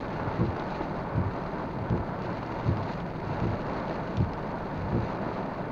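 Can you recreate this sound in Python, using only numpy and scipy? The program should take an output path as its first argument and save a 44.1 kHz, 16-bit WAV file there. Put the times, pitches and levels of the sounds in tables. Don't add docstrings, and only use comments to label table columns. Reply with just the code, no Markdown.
import sys
import numpy as np
from scipy import signal
from scipy.fft import rfft, irfft, next_fast_len
from scipy.io import wavfile

SR = 44100
rng = np.random.default_rng(int(sys.argv[2]) if len(sys.argv) > 2 else 0)


def master_out(mix):
    frames = np.transpose(np.atleast_2d(mix))
    ceiling = np.clip(frames, -1, 1)
    pcm = np.round(ceiling * 32767).astype(np.int16)
    wavfile.write(sys.argv[1], SR, pcm)


N = 251811

# time in seconds, strength of the knocks in relative dB.
TOP_TURNS = [(0.405, -21.5), (1.917, -22), (3.431, -23.5), (4.939, -22.5)]
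# time in seconds, strength in relative dB.
FOOT_TURNS = [(1.169, -21.5), (2.677, -21), (4.194, -20)]
# frequency in Hz, 60 dB decay time in seconds,
# relative level in dB when knocked at the top, relative level in dB when knocked at the foot.
BODY_MODES = [(58, 0.26, -27, -17), (86, 0.12, -5.5, 0), (110.4, 0.27, -7.5, 1.5), (111.1, 0.32, -2.5, 1.5),
              (191, 0.077, 9.5, 7.5), (205.9, 0.1, 8.5, 0), (270, 0.048, 5.5, 2), (345.6, 0.16, 2, -6),
              (429, 0.12, 3.5, -22), (489, 0.11, 1.5, -21)]


def from_db(db):
    return 10 ** (np.asarray(db) / 20)


def rms_one(x):
    return x / np.sqrt(np.mean(x ** 2) + 1e-20)


def seconds():
    return np.arange(N) / SR


def in_time(rows):
    s, *columns = np.transpose(rows)
    return [np.interp(seconds(), s, column) for column in columns]


def drift(rate):
    hz = np.arange(N // 2 + 1) * SR / N
    smoothing = 1 / (1 + (hz / rate) ** 2) ** 2
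    return rms_one(irfft(rfft(rng.standard_normal(N)) * smoothing, N))


def colour(x, spectrum):
    size = 2 * next_fast_len(len(x))
    hz, db = np.transpose(spectrum)
    bins = 1 + np.arange(size // 2 + 1) * SR / size
    gain = from_db(np.interp(np.log(bins), np.log(hz), db))
    gain = gain / np.maximum(bins / hz[-1], 1) ** 4
    cepstrum = irfft(np.log(gain))[:size // 2]
    cepstrum[0] /= 2
    response = np.exp(2 * rfft(cepstrum, size))
    return irfft(rfft(x, size) * response)[:len(x)]


def noise(spectrum):
    return rms_one(colour(rng.standard_normal(N), spectrum))


def ring(force, hz, t60):
    r = from_db(-60 / (t60 * SR))
    w = 2 * np.pi * hz / SR
    return signal.lfilter([0, np.sin(w)], [1, -2 * r * np.cos(w), r * r], force + 1e-18)


def add(out, s, sound):
    at = max(round(s * SR), 0)
    out[at:at + len(sound)] += sound[:max(N - at, 0)]


def swells(times, db, attack_s, release_s):
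    since = seconds() - np.asarray(times)[:, None]
    return from_db(db) * np.exp(-np.maximum(-since / attack_s, since / release_s)).sum(axis=0)


def cabin_rumble():
    # frequency in Hz, relative spectrum level in dB.
    rumble_colour = [(12, -8), (25, -1.5), (40, 0), (58, 1.5), (76, -5.5), (100, -4), (160, -24),
                     (500, -65)]
    return from_db(-45.5) * noise(rumble_colour)


def splat(t60, cabin_db, cabin_t60=0.11):
    t = np.arange(SR // 8) / SR
    fade = from_db(-60 * t / t60) + from_db(cabin_db - 60 * t / cabin_t60)
    return rms_one(rng.standard_normal(len(t)) * fade)


def shower(per_s, spread_db, largest, t60, cabin_db, count=12):
    sizes = from_db(spread_db * np.minimum(rng.exponential(1, N), largest))
    landed = rng.random(N) < per_s / SR
    drops = sizes * landed * rng.choice([-1, 1], N)
    spot = rng.integers(0, count, N)
    return sum(signal.oaconvolve(drops * (spot == k), splat(t60, cabin_db))[:N] for k in range(count))


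def single_drops(rows, spectrum, t60, cabin_db):
    out = np.zeros(N)
    for s, peak_db in rows:
        drop = colour(splat(t60, cabin_db), spectrum)
        add(out, s, from_db(peak_db) * drop / np.abs(drop).max())
    return out


def roof(level_db):
    # frequency in Hz, relative spectrum level in dB.
    roof_colour = [(90, -27.5), (170, -3), (260, 0.5), (500, -0.5), (680, 0), (780, -5.5), (920, -2),
                   (1200, -9), (1490, -8), (1630, -12.5), (2400, -25), (3200, -33), (5000, -41),
                   (8000, -86.5)]
    # time in seconds, peak level in dB.
    heavy_drops = [(0.196, -25), (0.578, -27), (0.808, -23), (1.46, -26), (2.352, -32), (2.427, -27.5),
                   (2.894, -26.5), (3.533, -27.5), (3.908, -24.5)]
    drops = shower(per_s=3200, spread_db=4.0, largest=2.36, t60=0.031, cabin_db=-12)
    surge_db = 0.93 * drift(6.4)
    drumming = from_db(level_db + 2.03 + surge_db) * rms_one(colour(drops, roof_colour))
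    return drumming + single_drops(heavy_drops, roof_colour, t60=0.075, cabin_db=-10)


def windshield(level_db):
    # frequency in Hz, relative spectrum level in dB.
    glass_colour = [(300, 5.5), (1000, 5), (2000, 8), (2750, 3.5), (3150, -7), (3750, -1.5), (4450, -1),
                    (5300, -16), (6400, -13.5), (7100, -22), (7900, -40), (12000, -59)]
    # frequency in Hz, relative spectrum level in dB.
    splash_colour = [(800, -20.5), (2500, 7.5), (4200, 2.5), (5400, -4.5), (6500, -13.5), (7200, -19),
                     (7900, -38), (13000, -38)]
    # time in seconds, peak level in dB.
    fat_drops = [(0.597, -35), (0.8205, -39), (1.7864, -45), (1.9, -37.5), (2.2214, -40), (2.4638, -39),
                 (2.7706, -35), (2.8305, -38), (2.9254, -41), (3.0022, -37.5), (3.401, -36), (3.6177, -41),
                 (3.8813, -39), (4.1704, -30), (4.2033, -39), (4.3344, -35)]
    flurries = from_db(2.5 * drift(18))
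    drops = shower(per_s=1400 * flurries, spread_db=3.5, largest=5.1, t60=0.013, cabin_db=-10.0)
    splashes = shower(per_s=70 * flurries, spread_db=1.5, largest=2.7, t60=0.0035, cabin_db=-19.5)
    patter = from_db(level_db + 6.0) * rms_one(colour(drops, glass_colour))
    ticks = from_db(level_db - 7.0) * rms_one(colour(splashes, splash_colour))
    return patter + ticks + single_drops(fat_drops, splash_colour, t60=0.007, cabin_db=-17)


def wiper_motor():
    hz = 118.5 * (1 + 0.022 * drift(4.04))
    hum = rms_one(np.sin(2 * np.pi * np.cumsum(hz) / SR))
    return from_db(-50.5 + 5.7 * drift(1.7)) * hum


def blade_speed():
    tops = np.transpose(TOP_TURNS)[0]
    return -np.sin(2 * np.pi * (seconds() - tops[0]) / np.diff(tops).mean())


def blade_rubbing():
    # frequency in Hz, relative spectrum level in dB.
    rubber_colour = [(70, -31), (115, -11), (150, -0.5), (195, -0.5), (230, -7.5), (265, -5.5),
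                     (400, -18.5), (1200, -69.5)]
    speed = blade_speed()
    at_rest = 0.96
    upstroke_db = 0.5
    speed_gain = at_rest + (1 - at_rest) * np.abs(speed)
    return from_db(-38 + upstroke_db * speed) * speed_gain * noise(rubber_colour)


def linkage_load():
    tops, feet = np.transpose(TOP_TURNS)[0], np.transpose(FOOT_TURNS)[0]
    running_freely = from_db(-52)
    strain = swells(tops - 0.12, db=-34, attack_s=0.056, release_s=0.056)
    down = swells(tops + 0.076, db=-34.5, attack_s=0.025, release_s=0.041)
    up = swells(feet + 0.1, db=-32.5, attack_s=0.025, release_s=0.041)
    return running_freely + strain + down + up


def linkage_groan():
    # frequency in Hz, relative spectrum level in dB.
    groan_colour = [(40, -9.5), (75, -1), (92, 15.5), (106, 16.5), (118, 8), (140, 10.5), (400, -48)]
    return linkage_load() * noise(groan_colour)


def flips(turns, knocks, modes_db, uneven_db=0.4):
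    force = np.zeros(N)
    for delay, knock_db, soft_hz in knocks:
        clicks = np.zeros(N)
        for s, turn_db in turns:
            click_db = turn_db + knock_db + uneven_db * rng.standard_normal()
            add(clicks, s + delay, from_db([click_db]))
        soften = signal.butter(2, soft_hz, fs=SR, output="sos")
        force += signal.sosfilt(soften, clicks + 1e-18)
    boom = np.zeros(N)
    for k, (hz, t60, _, _) in enumerate(BODY_MODES):
        boom += (-1) ** k * from_db(modes_db[k]) * ring(force, hz, t60)
    return signal.sosfilt(signal.butter(1, 15, "high", fs=SR, output="sos"), boom)


def thumps():
    # delay in seconds, relative level in dB, softening cut-off in Hz.
    top_knocks = [(-0.0164, 5, 104), (0.0016, 5, 139.4), (0.019, -8, 356), (0.0311, 1, 163),
                  (0.0775, 7.5, 58), (0.096, -19.5, 447)]
    # delay in seconds, relative level in dB, softening cut-off in Hz.
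    foot_knocks = [(-0.0198, 1.5, 93), (0.0, 0.5, 150), (0.009, 2.5, 268), (0.0309, -4.5, 170),
                   (0.0843, -11.5, 106)]
    _, _, top_db, foot_db = np.transpose(BODY_MODES)
    direct = flips(TOP_TURNS, top_knocks, top_db) + flips(FOOT_TURNS, foot_knocks, foot_db)
    cabin = splat(t60=0.096, cabin_db=-27)
    echo = signal.oaconvolve(direct, cabin / np.linalg.norm(cabin))[:N]
    return direct + from_db(-9.5) * echo


def wipers():
    return wiper_motor() + blade_rubbing() + linkage_groan() + thumps()


def scene():
    # time in seconds, roof drumming in relative dB,
    # windshield patter in relative dB.
    rain = [(0.0, -40.5, -56), (0.2, -37, -58), (0.8, -35.5, -55.5), (1.15, -38.5, -61), (1.4, -36.5, -58),
            (1.65, -39, -61), (2.05, -38, -60), (2.28, -36.5, -56.5), (2.6, -38.3, -55.5),
            (2.9, -37.5, -55), (3.13, -40, -57.5), (3.4, -35, -56), (3.58, -38, -56), (3.75, -36.5, -54),
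            (4.28, -38, -58.5), (4.55, -38.5, -59.5), (5.3, -35.5, -56.5), (5.71, -37.5, -58)]
    roof_db, glass_db = in_time(rain)
    return (cabin_rumble() + roof(roof_db) + windshield(glass_db) + wipers())[None]


def record(dry):
    # frequency in Hz, relative spectrum level in dB.
    hiss_colour = [(1000, -1), (9000, 0), (12000, -1.5), (16000, 1.9)]
    low_pass = signal.ellip(10, .1, 90, 15800, fs=SR, output="sos")
    return signal.sosfilt(low_pass, dry + from_db(-78) * noise(hiss_colour))


dry = scene()
out = record(dry)
master_out(out)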